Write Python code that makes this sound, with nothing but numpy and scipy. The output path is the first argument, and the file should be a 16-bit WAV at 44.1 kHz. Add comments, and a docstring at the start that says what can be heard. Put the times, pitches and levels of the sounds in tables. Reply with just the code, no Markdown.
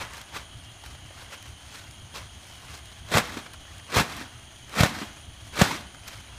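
"""Plastic bag in a night paddock

A large, thin plastic bag is unfolded and flapped hard four times, several metres from a small microphone.
Buckling facets and ringing pockets crinkle as it is handled; each downstroke roars with dense crackle and air.
Panels snap taut with a thump, a hollow note and a crack; the slack film billows back in low puffs.
Wandering bands of noise make the crickets all around, over a low, distant rumble and a faint hiss."""
import sys
import numpy as np
from scipy import signal
from scipy.fft import rfft, irfft, next_fast_len
from scipy.io import wavfile

SR = 44100
rng = np.random.default_rng(int(sys.argv[2]) if len(sys.argv) > 2 else 0)


def materialize(psi):
    """Save the field psi as 16-bit PCM at rate SR to the path in sys.argv[1].

    A 1-D psi becomes a single channel; in a 2-D psi each row is a channel.
    """
    bounded = np.clip(np.atleast_2d(psi).T, -1, 1)
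    quanta = np.round(bounded * 32767).astype(np.int16)
    wavfile.write(sys.argv[1], SR, quanta)


N = 281358
TIME = np.arange(N) / SR  # s


def from_db(db):
    """Decibels to amplitude gain."""
    return 10 ** (np.asarray(db) / 20)


def rms_one(x):
    """Scale to an rms of 1."""
    return x / np.sqrt(np.mean(x ** 2) + 1e-20)


def at_hz(points, hz):
    """Read a spectrum in dB on a log-frequency axis."""
    f, db = np.transpose(points)
    return np.interp(np.log(hz + 1e-9), np.log(f), db)


def noise(gain_at):
    """Noise whose spectrum is the given function of frequency; rms 1."""
    size = next_fast_len(N)
    hz = np.arange(size // 2 + 1) * SR / size
    spectrum = rfft(rng.standard_normal(size)) * gain_at(hz)
    return rms_one(irfft(spectrum, size)[:N])


def drift(per_s):
    """Slow chance with a spread of 1."""
    return noise(lambda f: 1 / (1 + (f / per_s) ** 4))


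def swell(start, rise):
    """A quick swell to height 1 that then dies away."""
    age = np.clip((TIME - start) / rise, 0, 50)
    return age * np.exp(1 - age)


def sine_from(start, hz):
    """A sine with zero phase at the start time."""
    return np.sin(2 * np.pi * hz * (TIME - start))


def gesture(start, end, rise_s, fall_s):
    """Swells up to the start, holds until the end, then dies away."""
    before, after = np.maximum(start - TIME, 0), np.maximum(TIME - end, 0)
    return np.exp(-before / rise_s - after / fall_s)


# Far rumble, spectrum shape: f/Hz, relative level/dB
RUMBLE_SPECTRUM = [(15, -10), (35, -21), (55, 3), (75, 3), (115, 0), (160, -11), (230, -18), (420, -22),
                   (1500, -82)]
# Hiss of the night air, spectrum shape: f/Hz, relative level/dB
AIR_SPECTRUM = [(100, 2), (300, 8), (470, -6), (680, 9.5), (950, 2.5), (2200, 2), (4200, -0.5),
                (5500, -11.5), (8000, -16), (11000, -18), (15000, -21)]


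def night(air_db=-53.5, rumble_db=-49.0, waver_db=2.5):
    """Distant rumble of wavering level and a faint even hiss, both shaped noise."""
    rumble = noise(lambda f: from_db(at_hz(RUMBLE_SPECTRUM, f)))
    hiss = noise(lambda f: from_db(at_hz(AIR_SPECTRUM, f)))
    return from_db(rumble_db + waver_db * drift(8.6)) * rumble + from_db(air_db) * hiss


# Cricket choruses, their overtones and the narrow line of one nearer cricket: f/Hz, width/Hz, level/dB
CRICKET_BANDS = [(2944, 220, -55), (3227, 320, -58), (3226, 66, -63.5), (6490, 1060, -60), (9390, 1400, -60.5)]


def crickets(throb_db=1.06, throb_hz=14, wander_hz=35):
    """Many far crickets merge into throbbing bands, and one nearer cricket sings a narrow line; their pitch
    wanders as singers join and rest."""
    out = 0
    for hz, width, db in CRICKET_BANDS:
        wander = np.exp(2j * np.pi * np.cumsum(wander_hz * drift(3)) / SR)
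        band = noise(lambda f: 1 / (1 + np.abs(2 * (f - hz) / width) ** 3))
        shifted = np.real(signal.hilbert(band, next_fast_len(N))[:N] * wander)
        out = out + from_db(db + throb_db * drift(throb_hz)) * shifted
    return out


def buckles(per_s, spread_db):
    """Random clicks, many small and a few large, of even mean power at any rate."""
    sizes = from_db(spread_db * np.minimum(rng.exponential(1, N), 4))
    return sizes * (rng.random(N) < per_s / SR) / np.sqrt(per_s)


def film(clicks, spectrum, tilt_db=0):
    """Facets of many sizes: each click rings the half-octave bands in its own mix; rms 1 before the tilt."""
    edges = np.geomspace(150, 17000, 15)
    out, power = 0, 0
    for low, high in zip(edges, edges[1:]):
        hz = np.sqrt(low * high)
        bandpass = signal.butter(2, [low, high], "band", fs=SR, output="sos")
        band = signal.sosfilt(bandpass, clicks * rng.standard_normal(N) + 1e-18)
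        band = band * from_db(at_hz(spectrum, hz))
        treble_share = 1 / (1 + (3200 / hz) ** 3)
        out = out + band * from_db(tilt_db * treble_share)
        power = power + np.mean(band ** 2)
    return out / np.sqrt(power)


def taut_film(spectrum, tilt_db=0):
    """So many facets buckle at once that they merge into an even crack."""
    return film(buckles(16000, spread_db=2.0), spectrum, tilt_db)


# Handled film, also its pockets and pops: f/Hz, relative level per Hz/dB
RUSTLE_SPECTRUM = [(180, 3), (350, -5), (700, -2.5), (1400, 1), (2200, -2), (3500, -5), (5000, -7.5),
                   (7000, -12.5), (10000, -17.5), (15000, -24)]


def pockets(rate, cycles=26.0):
    """Small pockets of stretched film ring for a few cycles, each at a pitch of its own; rms 1."""
    pitches = np.geomspace(550, 4200, 28)
    clicks = buckles(rate, spread_db=2.0)
    dealt = rng.integers(0, len(pitches), N)  # which pocket a click strikes
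    out = 0
    for k, hz in enumerate(pitches):
        w = 2 * np.pi * hz / SR
        r = from_db(-20 * hz / (cycles * SR))  # 20 dB down after that many cycles
        struck = clicks * (dealt == k) + 1e-18
        ringing = signal.lfilter([1 - r, 0, r - 1], [1, -2 * r * np.cos(w), r * r], struck)
        out = out + ringing * from_db(at_hz(RUSTLE_SPECTRUM, hz))
    return rms_one(out)


# The hands pull or fold the film:
# peak t/s, relative level/dB, swelling t/s, dying t/s, treble against middle/dB
FOLDS = [(0.017, -32, 0.02, 0.043, -6.5), (0.171, -44.5, 0.07, 0.066, -2), (0.365, -32, 0.022, .025, -4.5),
         (0.87, -49, 0.03, .08, -0.5), (1.2, -47.5, .09, .08, -2), (1.341, -42.5, 0.047, .03, -2.5),
         (1.464, -47.5, 0.018, 0.023, 0), (1.599, -51.5, 0.019, 0.05, -1), (1.77, -44, 0.066, .06, 0.5),
         (2.156, -36, 0.013, .052, -3.5), (2.55, -54, 0.27, .03, 4), (2.749, -43, 0.11, .055, -0.5),
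         (2.92, -53.5, .05, .12, -2), (3.73, -51, .04, .14, -2), (4.33, -52.5, 0.029, 0.056, -3),
         (4.9, -37.5, 0.011, 0.016, -2), (5.175, -48, 0.016, .03, -1), (5.47, -51.5, 0.046, .05, 2),
         (6.09, -41, 0.031, 0.077, -1.5), (6.33, -51.5, .1, 0.17, -5.5)]
IDLE_DB, IDLE_TREBLE_DB = -60, 2  # the held bag never quite stops crinkling
# crinkling as the bag is lifted for a stroke, and settling after it billows
LIFT_S, SETTLE_S, BILLOW_TREBLE_DB = .035, .045, -4


def bending():
    """Level and treble of the crinkle in dB: folds, billowing and idle stirring add up in power."""
    moves = [(from_db(db) * gesture(s, s, rise, fall), treble) for s, db, rise, fall, treble in FOLDS]
    for start, *_, until, db in STROKES:
        moves.append((from_db(db) * gesture(start, until, LIFT_S, SETTLE_S), BILLOW_TREBLE_DB))
    moves.append((from_db(IDLE_DB), IDLE_TREBLE_DB))
    power = sum(gain ** 2 for gain, _ in moves)
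    treble_db = sum(gain ** 2 * treble for gain, treble in moves) / power
    return 10 * np.log10(power), treble_db


def rustle(gain_db=-0.92, even_treble_db=-5, per_s=3800, spread_db=2.0,
           pocket_db=-5, pockets_per_s=170, clump_db=1.8, clumps_per_s=35):
    """Handling: faster bending buckles more facets and pockets; the crinkle comes in uneven clumps."""
    level_db, treble_db = bending()
    activity = from_db(0.65 * (level_db - np.mean(level_db)))
    facets = film(buckles(per_s * activity, spread_db), RUSTLE_SPECTRUM, treble_db - even_treble_db)
    crinkle = facets + from_db(pocket_db) * pockets(pockets_per_s * activity)
    return from_db(level_db + gain_db + clump_db * drift(clumps_per_s)) * crinkle


# Single creases flip: t/s, relative level/dB
CREASE_FLIPS = [(0.1346, -26.5), (0.179, -26), (0.2134, -24), (0.837, -31), (0.8609, -27), (1.426, -29),
                (1.91, -31.5), (2.7761, -30), (2.8564, -31), (3.534, -26), (3.781, -29), (4.1657, -23.5),
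                (4.694, -28), (6.077, -21), (6.082, -21.5)]
# A flipping crease: f/Hz, relative level per Hz/dB
CREASE_SPECTRUM = [(180, -1), (700, -12), (2000, 10), (5000, 5.5), (9000, 2), (15000, -4)]


def creases(gain_db=-13.0, rise_s=0.0012):
    """A long crease flips over in a short, bright run of clicks."""
    flips = sum(from_db(db + gain_db) * swell(s, rise_s) for s, db in CREASE_FLIPS)
    return flips * taut_film(CREASE_SPECTRUM)


# Slack pockets of film flop over: t/s, note level/dB, f/Hz, crackle level/dB (levels relative)
POPS = [(0.837, -38, 810, -44), (0.947, -48, 820, -45.5), (1.107, -41.5, 640, -47), (1.218, -47, 1510, -48),
        (3.3700, -25, 305, -29.5), (3.462, -38, 1430, -38.5), (3.539, -42, 1080, -41.5),
        (3.65, -63, 1210, -46), (4.212, -33.5, 290, -37), (4.985, -47.5, 1530, -35.5),
        (5.016, -25.5, 280, -36), (5.71, -22.5, 940, -39), (5.726, -25, 286, -35),
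        (5.944, -54, 1200, -41.5)]


def pops(ring_s=.0015, crackle_rise_s=0.0035, crackle_tilt_db=-8):
    """A flopping pocket gives a short hollow note and a dull crackle."""
    notes = sum(from_db(db) * swell(s, ring_s) * sine_from(s, hz) for s, db, hz, _ in POPS)
    crumpling = sum(from_db(db) * swell(s, crackle_rise_s) for s, _, _, db in POPS)
    return notes + crumpling * taut_film(RUSTLE_SPECTRUM, crackle_tilt_db)


def billows(air_db=-8, air_hz=270, width=0.34, flutter_db=3, flutter_hz=30):
    """As the bag billows back, its slack skin wobbles and pushes the air in soft, low puffs."""
    motion = sum(from_db(db) * gesture(end, until, LIFT_S, SETTLE_S)
                 for _, end, _, _, _, until, db in STROKES)
    puffs = noise(lambda f: 1 / (1 + (np.log((f + 1) / air_hz) / width) ** 4))
    return motion * from_db(air_db + flutter_db * drift(flutter_hz)) * puffs


# Downstrokes: full speed from t/s, to t/s, relative level/dB, rise/(dB per s), fall/(dB per s),
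# billows back until t/s, relative billow level/dB
STROKES = [(3.147, 3.189, -21, 420, 560, 3.39, -40), (3.961, 4.004, -21.5, 372, 431, 4.21, -39.5),
           (4.795, 4.849, -23, 284.5, 460, 5.035, -38.5), (5.596, 5.635, -23.5, 429, 265, 5.745, -33)]
# Film in the rush of air, also the snaps' crack: f/Hz, relative level per Hz/dB
ROAR_SPECTRUM = [(180, 1.5), (350, -1), (700, -2.5), (1400, -1), (2200, -5.5), (3500, -7), (5000, -11),
                 (7000, -14.5), (10000, -20), (15000, -25)]


def strokes(per_s=7000, spread_db=1.0, flutter_db=1.0, flutter_hz=110,
            buffet_db=-7, buffet_hz=165, pocket_db=-7, pockets_per_s=700):
    """Air rushes over the bag: the film flutters, crackles densely and pushes the air in low waves."""
    speed = 0
    for start, end, db, rise, fall, _, _ in STROKES:
        before, after = np.maximum(start - TIME, 0), np.maximum(TIME - end, 0)
        speed = speed + from_db(db - rise * before - fall * after)
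    effort = speed / speed.max()
    crackle = film(buckles(per_s * (effort + 0.25), spread_db), ROAR_SPECTRUM)
    crackle = crackle + from_db(pocket_db) * pockets(pockets_per_s)
    fluttering = crackle * from_db(flutter_db * drift(flutter_hz))
    buffet = noise(lambda f: 1 / (1 + (2 * np.log((f + 1) / buffet_hz)) ** 4))
    return speed * (fluttering + from_db(buffet_db) * np.sqrt(effort) * buffet)


def thump(start, hz, cycles):
    """The skin sucks air in, slams it out and settles within a cycle or two."""
    return -swell(start, cycles / hz) ** 3 * sine_from(start, hz)


# The film snaps taut: t/s, air thump level/dB, thump f/Hz, crack level/dB (levels relative)
SNAPS = [(3.1170, -30, 130, -28), (3.1494, -15, 105, -33), (3.1700, -14, 170, -16.5),
         (3.181, -26, 190, -16), (3.9394, -34, 300, -27), (3.9655, -12.5, 360, -36),
         (3.9659, -11, 107, -18.5), (3.982, -24, 85, -24), (3.995, -21, 380, -23), (4.0046, -17, 128, -28),
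         (4.8046, -6, 117, -17), (4.8321, -5.5, 150, -16), (4.8570, -11.5, 496, -25.5),
         (5.614, -4, 458, -13), (5.6168, -3.5, 141, -22)]
# the harder the snap, the sooner its crack peaks
CRACK_RISE_S, CRACK_USUAL_DB, CRACK_QUICKENING = 0.0031, -20, 0.48
# the hollow of the filled bag rings after every thump; its level is against the thump
HOLLOW_HZ, HOLLOW_DB, HOLLOW_S = 565, -12.5, 0.002


def snaps():
    """A panel fills with air: a low thump, a hollow note, and a crack as its creases pull straight."""
    thumps, hollow, tension = 0, 0, 0
    for s, thump_db, hz, crack_db in SNAPS:
        thumps = thumps + from_db(thump_db) * thump(s, hz, cycles=0.44)
        ring = swell(s, HOLLOW_S) * sine_from(s, HOLLOW_HZ)
        hollow = hollow + from_db(thump_db + HOLLOW_DB) * ring
        rise_s = CRACK_RISE_S * from_db(CRACK_QUICKENING * (CRACK_USUAL_DB - crack_db))
        tension = tension + from_db(crack_db) * swell(s, rise_s)
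    return thumps + hollow + tension * taut_film(ROAR_SPECTRUM)


# each stroke swings the bag down from where it is held; then it is slowly raised again
HELD_M, LOWERED_M, SWING_S, RAISE_S = 1.153, 0.5, 0.12, .65


def bag_height():
    """Metres above the grass."""
    lowered = sum(np.interp(TIME - start, [-SWING_S / 2, SWING_S, RAISE_S], [0, 1, 0])
                  for start, *_ in STROKES)
    return HELD_M + (LOWERED_M - HELD_M) * lowered


GROUND_DELAY_S_PER_M, GRASS_CUT_HZ, GROUND_SHARE = 0.001537, 470, .36


def paddock(x, scatter_db=-21, t60=0.77, scatter_cut_hz=4500):
    """The grass mirrors the bag, later the higher it is held; fence and trees scatter a faint tail."""
    mirrored = np.interp(TIME - GROUND_DELAY_S_PER_M * bag_height(), TIME, x)
    ground = GROUND_SHARE * signal.lfilter(*signal.butter(1, GRASS_CUT_HZ, fs=SR), mirrored)
    age = TIME[:SR]
    echoes = rng.standard_normal(SR) * from_db(-60 * age / t60) * np.clip(age / 0.0062, 0, 1) ** 2
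    echoes = signal.lfilter(*signal.butter(1, [300, scatter_cut_hz], "band", fs=SR), echoes)
    tail = signal.fftconvolve(x, echoes / np.linalg.norm(echoes))[:N]
    return (x + ground) / np.hypot(1, GROUND_SHARE) + from_db(scatter_db) * tail


def scene():
    """The bag in the open, with the night around it."""
    bag = rustle() + strokes() + billows() + snaps() + pops() + creases()
    # the slowest air just slips round the bag
    bag = signal.sosfilt(signal.butter(2, 55, "high", fs=SR, output="sos"), bag)
    return (paddock(bag) + crickets() + night())[None]


MIC_DIP_HZ, MIC_DIP_Q, MIC_DIP_DEPTH = 2928, 16, 0.54
CUTOFF_HZ = 15200


def record(dry):
    """The small microphone has a narrow dip; the highest peaks are rounded and the top is cut."""
    dip = signal.lfilter(*signal.iirpeak(MIC_DIP_HZ, MIC_DIP_Q, fs=SR), dry)
    coloured = dry - MIC_DIP_DEPTH * dip
    rounded = coloured / (1 + coloured ** 4) ** .25
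    return signal.sosfilt(signal.ellip(10, .1, 80, CUTOFF_HZ, fs=SR, output="sos"), rounded)


dry = scene()
out = record(dry)
materialize(out)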